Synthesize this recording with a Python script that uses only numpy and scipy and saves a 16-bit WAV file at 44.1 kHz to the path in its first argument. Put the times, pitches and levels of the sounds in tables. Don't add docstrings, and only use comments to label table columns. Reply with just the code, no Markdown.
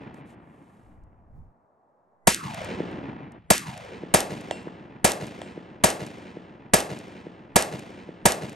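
import sys
import numpy as np
from scipy import signal
from scipy.fft import rfft, irfft, next_fast_len
from scipy.io import wavfile
from scipy.ndimage import uniform_filter1d

SR = 44100
rng = np.random.default_rng(int(sys.argv[2]) if len(sys.argv) > 2 else 0)


def master_out(mix):
    frames = np.transpose(np.atleast_2d(mix))
    ceiling = np.clip(frames, -1, 1)
    pcm = np.round(ceiling * 32767).astype(np.int16)
    wavfile.write(sys.argv[1], SR, pcm)


N = 377055



def amp(db):
    return 10 ** (np.asarray(db) / 20)


def unit(x):
    return x / np.sqrt(np.mean(x ** 2) + 1e-20)


def clock(length):
    return np.arange(int(length * SR)) / SR


def read(points, hz):
    f, value = np.transpose(points)
    return np.interp(np.log(hz + 1), np.log(f + 1), value)


def add(mix, s, sound):
    start = round(s * SR)
    sound = sound[:, max(-start, 0):]
    part = mix[:, max(start, 0):][:, :sound.shape[1]]
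    part += sound[:, :part.shape[1]]


def analyse(x, size=1024):
    return signal.stft(x, SR, nperseg=size, noverlap=size * 3 // 4)


def resynthesise(z, size=1024):
    return signal.istft(z, SR, nperseg=size, noverlap=size * 3 // 4)[1]


def bell(hz, centre_hz, width):
    return np.exp(-.5 * (np.log((hz[:, None] + 1) / centre_hz) / width) ** 2)


def colour(x, spectrum, rings=(), size=4096):
    hz = abs(np.fft.fftfreq(size, 1 / SR))
    db = read(spectrum, hz)
    for f, width, boost in rings:
        db = db + boost / (1 + (2 * (hz - f) / width) ** 2)
    response = np.exp(signal.hilbert(np.log(amp(db))).conj())
    taps = np.fft.ifft(response).real
    return signal.fftconvolve(x, taps[None] / np.linalg.norm(taps), axes=1)


def burst(noise, envelope, count=4):
    x = noise * envelope
    for _ in range(count):
        flat = irfft(np.exp(1j * np.angle(rfft(x))), len(envelope))
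        x = flat * np.sqrt(envelope)
    return unit(x) * np.sqrt(np.mean(envelope ** 2))


def tick(db, spectrum, fall):
    t = clock(.04)
    x = colour(burst(rng.standard_normal((2, len(t))), np.exp(-t / fall)), spectrum)
    return amp(db) * x / abs(x).max()


def blend(shared, fresh, likeness):
    c = np.clip(likeness, 0, 1)
    return c * shared + np.sqrt(1 - c ** 2) * fresh


def scatter(length, lumpy_db, grain_db, count=260):
    size = len(clock(length))
    clumps = unit(uniform_filter1d(rng.standard_normal(size), count))
    grains = np.minimum(rng.exponential(1, size), 4.5)
    strength_db = lumpy_db * clumps + grain_db * grains
    return unit(rng.standard_normal((2, size)) * amp(strength_db))


def dying(x, t60_by_hz):
    hz, t, z = analyse(x, 512)
    return resynthesise(z * amp(-60 * t / read(t60_by_hz, hz)[:, None]), 512)


FIELD_S, FIELD_DB = 0.1, -7
TREES_S, TREES_RISE_S = 0.17, 0.023
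FRONT_DB, FRONT_FADE_S = 5, .025


def terrain(age):
    field = np.minimum(age / FIELD_S, 1) ** 2
    trees = np.clip(1 + (age - TREES_S) / TREES_RISE_S, 0, 1)
    front_db = FRONT_DB * np.exp(-np.maximum(age - TREES_S, 0) / FRONT_FADE_S)
    return field * amp(FIELD_DB * (1 - trees) + front_db * trees)


LATE_S = 0.32
RISE_S, RISE_DB = .8, 2
FADING_DB_PER_S, FADING_DB = 8.5, 5.5


def late_course(age, late_db):
    rise_db = np.interp(age, [TREES_S, LATE_S, RISE_S], [0, late_db, late_db + RISE_DB])
    fading_db = np.clip(FADING_DB_PER_S * (age - RISE_S), 0, FADING_DB)
    return amp(rise_db - fading_db)


# frequency in Hz, relative level in dB per Hz.
ROLL_SPECTRUM = [(20, -33.5), (40, -13), (75, -5.5), (170, 4.5), (320, 4.5), (650, -3), (1200, -12.5),
                 (2400, -10.5), (4000, -15), (8500, -17.5), (11500, -16.5), (13500, -48), (16000, -55)]
# frequency in Hz, time to fall by 60 dB in seconds.
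ROLL_DECAY = [(60, 4.5), (220, 3.73), (500, 2.57), (1000, 4.06), (2500, 2.42), (4500, 1.446), (8000, 0.98),
              (12000, 0.75)]


def roll(reflections, level_db=-35):
    x = dying(colour(reflections, ROLL_SPECTRUM), ROLL_DECAY)
    return x * amp(level_db) * terrain(np.arange(x.shape[1]) / SR)


# delay in seconds, peak in dB before late_course() scales it,
# lowest Hz, highest Hz.
BERM_ECHOES = [(.181, -23.5, 113, 705), (0.185, -26.5, 69.6, 252.2), (.5328, -25.5, 167.4, 478)]


def berms():
    out = np.zeros((2, SR))
    for delay, db, low_hz, high_hz in BERM_ECHOES:
        band = signal.butter(N=3, Wn=[low_hz, high_hz], btype="band", fs=SR, output="sos")
        thud = signal.sosfilt(band, signal.unit_impulse(SR // 10))
        add(out, delay, amp(db) * np.outer([1, 0], thud / abs(thud).max()))
    return out


EARLIER_S, EARLIER_DB = -.75, 7
# start in seconds, relative blast level in dB,
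# boost to the body of the near scatter in dB, relative level of the late echoes in dB.
SHOT_LIST = [(2.2708, -0.5, -7.5, 10.5), (3.5021, 0.5, -5.5, 3), (4.1387, -.5, 2, 2), (5.0434, -2, 2, 1),
             (5.8370, -0.5, 1.5, 0), (6.7349, 0, 2, -0.5), (7.5575, -0.5, 2.5, -0.5), (8.254, 0, 2.5, -0.5)]
# frequency in Hz, relative level in dB per Hz.
NEAR_SPECTRUM = [(30, -10.5), (65, 0), (120, -11.5), (220, -4.5), (600, -1), (950, -4.5), (1300, -5),
                 (2300, -5.5), (4000, -11), (8600, -10), (11500, -11), (13600, -43.5), (15500, -38.5)]
# frequency in Hz, time to fall by 60 dB in seconds.
NEAR_DECAY = [(60, 0.15), (200, 0.45), (700, 0.53), (2000, 0.31), (8000, 0.26)]


def echoes(near_db=-19, near_start=.012, body_hz=600, body_width_hz=900):
    out = np.zeros((2, N))
    ground = scatter(0.45, lumpy_db=-1.5, grain_db=2.0)
    tree_roll = roll(scatter(2.4, lumpy_db=2.0, grain_db=3.0))
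    far = tree_roll.copy()
    add(far, 0, berms())
    age = np.arange(far.shape[1]) / SR
    for s, _, body_db, late_db in SHOT_LIST:
        reflections = blend(ground, rng.standard_normal(ground.shape), 0.95)
        near = colour(reflections, NEAR_SPECTRUM, [(body_hz, body_width_hz, body_db)])
        add(out, s + near_start, amp(near_db) * dying(near, NEAR_DECAY))
        add(out, s, far * late_course(age, late_db))
    add(out, EARLIER_S, amp(EARLIER_DB) * tree_roll)
    return out


AIR_DB = -65
# frequency in Hz, relative level in dB per Hz.
AIR_SPECTRUM = [(25, -44.5), (60, -15), (150, -5), (300, -5.5), (550, -0.5), (830, 0), (1100, -5),
                (1600, -18), (2200, -31), (3000, -44.5), (8000, -45.5), (15000, -57.5)]
# time in seconds, relative level in dB.
GUST_COURSE = [(0.8, -65.5), (0.902, -52.5), (0.942, -57.5), (1.032, -49.5), (1.054, -55), (1.27, -58.5),
               (1.374, -43), (1.518, -57), (1.552, -82.5), (1.58, -75.5)]
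# frequency in Hz, relative level in dB.
BUFFET_SPECTRUM = [(20, -4.5), (50, -3.5), (90, -4), (150, -13.5), (300, -28.5), (1000, -69.5)]


def outdoors(gust_db=1, gust_edge=.03):
    hush = unit(colour(rng.standard_normal((2, N)), AIR_SPECTRUM)[:, :N])
    wind = unit(colour(rng.standard_normal((2, N)), BUFFET_SPECTRUM)[:, :N])
    t = np.arange(N) / SR
    s, db = np.transpose(GUST_COURSE)
    blowing = np.exp(-abs(t - np.clip(t, s[0], s[-1])) / gust_edge)
    return amp(AIR_DB) * hush + blowing * amp(gust_db + np.interp(t, s, db)) * wind


# start in seconds, length in seconds,
# level in dB before its swell.
RUSTLES_AND_HISS = [(0, .06, -78), (0.125, 0.096, -70), (0.247, .11, -65.5), (0.356, 0.68, -74.5)]
# frequency in Hz, relative level in dB.
RUSTLE_SPECTRUM = [(500, -11.5), (2500, 2.5), (5000, -9), (8500, -5.5), (11500, -5), (13000, -35)]
# start in seconds, peak level in dB.
LOOSE_CLICKS = [(.1432, -49), (.305, -57), (1.0376, -63), (2.646, -32.5), (2.913, -53), (3.3205, -49),
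                (4.629, -51.5), (8.5281, -41)]
# start in seconds, relative peak in dB.
BOLT_SLAMS = [(2.346, -12.5), (3.5802, -16.5), (4.2052, -13), (5.119, -14.5), (5.903, -17.5),
              (6.8042, -17.5), (7.6243, -14), (8.3211, -12.5)]
# start in seconds,
# relative peak in dB.
TRIGGER_RESETS = [(2.5446, -32), (3.777, -35), (4.4106, -39.5), (5.2686, -36.5), (6.0651, -37),
                  (6.9888, -36.5), (7.7932, -37), (8.4957, -38)]
# frequency in Hz, relative level in dB.
CLICK_SPECTRUM = [(200, -18), (1500, -20), (3500, -6.5), (6000, -3), (9000, -2), (11500, -5), (13500, -38),
                  (15500, -38.5)]


def handling(bolt_db=3.5, reset_db=4.0):
    out = np.zeros((2, N))
    for s, length, db in RUSTLES_AND_HISS:
        t = clock(length)
        grains = colour(scatter(length, lumpy_db=0.5, grain_db=3), RUSTLE_SPECTRUM)[:, :len(t)]
        add(out, s, amp(db) * unit(grains) * np.sin(np.pi * t / length))
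    for s, db in LOOSE_CLICKS:
        add(out, s, tick(db, CLICK_SPECTRUM, fall=0.0044))
    for s, db in BOLT_SLAMS:
        add(out, s, tick(bolt_db + db, CLICK_SPECTRUM, fall=0.0016))
    for s, db in TRIGGER_RESETS:
        add(out, s, tick(reset_db + db, CLICK_SPECTRUM, fall=.003))
    return out


# frequency in Hz, relative level in dB per Hz.
BLAST_SPECTRUM = [(30, -15), (90, -6), (200, -1), (300, -7), (700, -1), (1000, -2.5), (1200, -10.5),
                  (2500, -14.5), (5500, -16), (8600, -11), (11500, -10.5), (12800, -32), (13800, -54),
                  (15500, -46.5)]
# frequency in Hz, width in Hz, boost in dB.
BLAST_RINGS = [(195, 88, 4.5), (392, 55, 3), (510, 80, -2.5), (630, 120, 4), (938, 40, 7), (1680, 33, 10.5),
               (1930, 93, 7), (2300, 80, 4.5)]


def muzzle(blast_db=-7.6, attack=0.0013, hold=.0105, fall=.0034, uneven_db=4, uneven_hz=400, lag_hz=220):
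    out, t = np.zeros((2, N)), clock(.04)
    slab = np.minimum((t + 1 / SR) / attack, 1) * np.exp(-np.maximum(t - hold, 0) / fall)
    pattern = rng.standard_normal((2, len(t)))
    pole = np.exp(-2 * np.pi * lag_hz / SR)
    for s, db, *_ in SHOT_LIST:
        noise = blend(pattern, rng.standard_normal(pattern.shape), .85)
        blast = colour(burst(noise, slab), BLAST_SPECTRUM, BLAST_RINGS)
        blast = signal.lfilter([-pole, 1], [1, -pole], blast)
        blast[1] += amp(uneven_db) * signal.lfilter(*signal.butter(1, uneven_hz, fs=SR), blast[1])
        add(out, s, amp(blast_db + db) * blast)
    return out


SINK_S, SINK_TO_HZ = 0.22, 215


def sinking(age, start_hz):
    return SINK_TO_HZ + (start_hz - SINK_TO_HZ) * np.exp(-np.maximum(age, 0) / SINK_S)


SWELL_S, SWELL_DB, FADE_DB_PER_S = 0.12, 10, 8
# start in seconds, length in seconds,
# starting pitch in Hz, level in dB at the top of the swell.
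WHOOSH_LIST = [(2.312, 0.94, 1817, -40), (3.548, 0.45, 1520, -44)]


def whooshes(width=0.14, release=.08):
    out = np.zeros((2, N))
    for s, length, start_hz, db in WHOOSH_LIST:
        t = clock(length)
        hz, age, z = analyse(rng.standard_normal((2, 2 * SR)))
        pitch = sinking(age, start_hz)
        band = bell(hz, pitch, width) / np.sqrt(pitch)
        x = unit(resynthesise(z * band)[:, :len(t)])
        swell_db = np.minimum(SWELL_DB * (t / SWELL_S - 1), FADE_DB_PER_S * (SWELL_S - t))
        add(out, s, x * amp(db + swell_db) * np.minimum((length - t) / release, 1))
    return out


def hollowed(x, depth_db=18, below=0.52, width=0.38, lasts=.42, opens=0.017, closes=.1):
    hz, t, z = analyse(x)
    for s, _, start_hz, _ in WHOOSH_LIST:
        age = t - s
        notch = bell(hz, below * sinking(age, start_hz), width)
        opening = np.clip(np.minimum(age / opens, (lasts - age) / closes), 0, 1)
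        z = z * amp(-depth_db * notch * opening)
    return resynthesise(z)[:, :N]


DIP_S, DIP_LENGTH_S, DIP_DB = 3.385, .11, -22


def dipped(x, centre_hz=620, width=0.82):
    hz, t, z = analyse(x)
    during = (t > DIP_S) & (t < DIP_S + DIP_LENGTH_S)
    return resynthesise(z * amp(DIP_DB * bell(hz, centre_hz, width) * during))[:, :N]


KNOCK_S = .17
# start in seconds, smack peak in dB, ring level in dB,
# ring tilt in dB per octave.
HIT_LIST = [(4.5106, -11, -42.5, 3), (5.4168, -23, -60, 9.5)]
# frequency in Hz, relative level in dB, time to fall by 60 dB in seconds.
PLATE_MODES = [(2710, -3, 0.4), (2760, -2.5, 0.5), (4394, -12.5, .35), (5220, -13.5, .35), (7400, -16, .4),
               (8040, -25, .4), (8000, -19.5, .3), (8350, -24.5, .4), (8930, -21.5, 0.4),
               (11000, -27, 0.44)]
# frequency in Hz, relative level in dB.
SMACK_SPECTRUM = [(100, -16.5), (300, -9.5), (650, 4.5), (1400, -17), (1950, -9.5), (2500, -24.5),
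                  (3300, -10.5), (4300, -28), (8500, -26.5), (11500, -36), (13500, -72)]
# frequency in Hz, relative level in dB.
KNOCK_SPECTRUM = [(300, -23), (1100, 0.5), (1500, -5.5), (2500, -27.5), (8000, -53)]


def plate(splash_db=-26, splash_t60=.3, echo_db=-19):
    out, t = np.zeros((2, N)), clock(0.6)
    for s, db, ring_db, tilt_db in HIT_LIST:
        ring = np.zeros(len(t))
        for hz, mode_db, t60 in PLATE_MODES:
            edge_db = tilt_db * np.log2(hz / PLATE_MODES[0][0])
            ring += amp(mode_db + edge_db - 60 * t / t60) * np.sin(2 * np.pi * hz * t)
        splash = colour(rng.standard_normal((2, len(t))) * amp(-60 * t / splash_t60), SMACK_SPECTRUM)
        add(out, s, tick(db, SMACK_SPECTRUM, fall=0.0026))
        add(out, s, amp(ring_db) * np.outer([1, 0], ring))
        add(out, s, amp(db + splash_db) * splash)
        add(out, s + KNOCK_S, tick(db + echo_db, KNOCK_SPECTRUM, fall=0.0074))
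    return out


# frequency in Hz, phase lead of the left in radians.
PHASE_LEAD = [(20, 0.5), (250, 0.17), (700, 0.5), (1100, 1.84), (1500, 1.76), (2000, -1), (3200, 0.6),
              (6500, 0.6), (7800, 0.1), (8650, 1), (9400, -2), (10200, -3), (11800, -5.5)]
# frequency in Hz, likeness where 1 is the same.
LIKENESS = [(40, 0.75), (110, 0.96), (220, 0.94), (500, 0.84), (850, .6), (1300, 0.073), (2000, 1),
            (3000, .9), (7000, 1), (12000, 0.66)]


def ports(x):
    size = next_fast_len(N + SR // 10)
    hz = np.fft.rfftfreq(size, 1 / SR)
    common, apart = rfft(x, size)
    share = np.sqrt((1 + read(LIKENESS, hz)) / 2)
    turn = np.exp(.5j * read(PHASE_LEAD, hz))
    left = blend(common, apart, share) * turn
    right = blend(common, -apart, share) / turn
    return irfft(np.array([left, right]), size)[:, :N]


def scene():
    reflections = dipped(hollowed(echoes()))
    return ports(reflections + outdoors() + handling() + muzzle() + whooshes() + plate())


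CEILING = .8
EDGE_HZ = 16400


def record(dry):
    squashed = CEILING * np.tanh(dry / CEILING)
    lowpass = signal.firwin(255, EDGE_HZ, window=("kaiser", 9), fs=SR)
    return signal.oaconvolve(squashed, lowpass[None], "same")


dry = scene()
out = record(dry)
master_out(out)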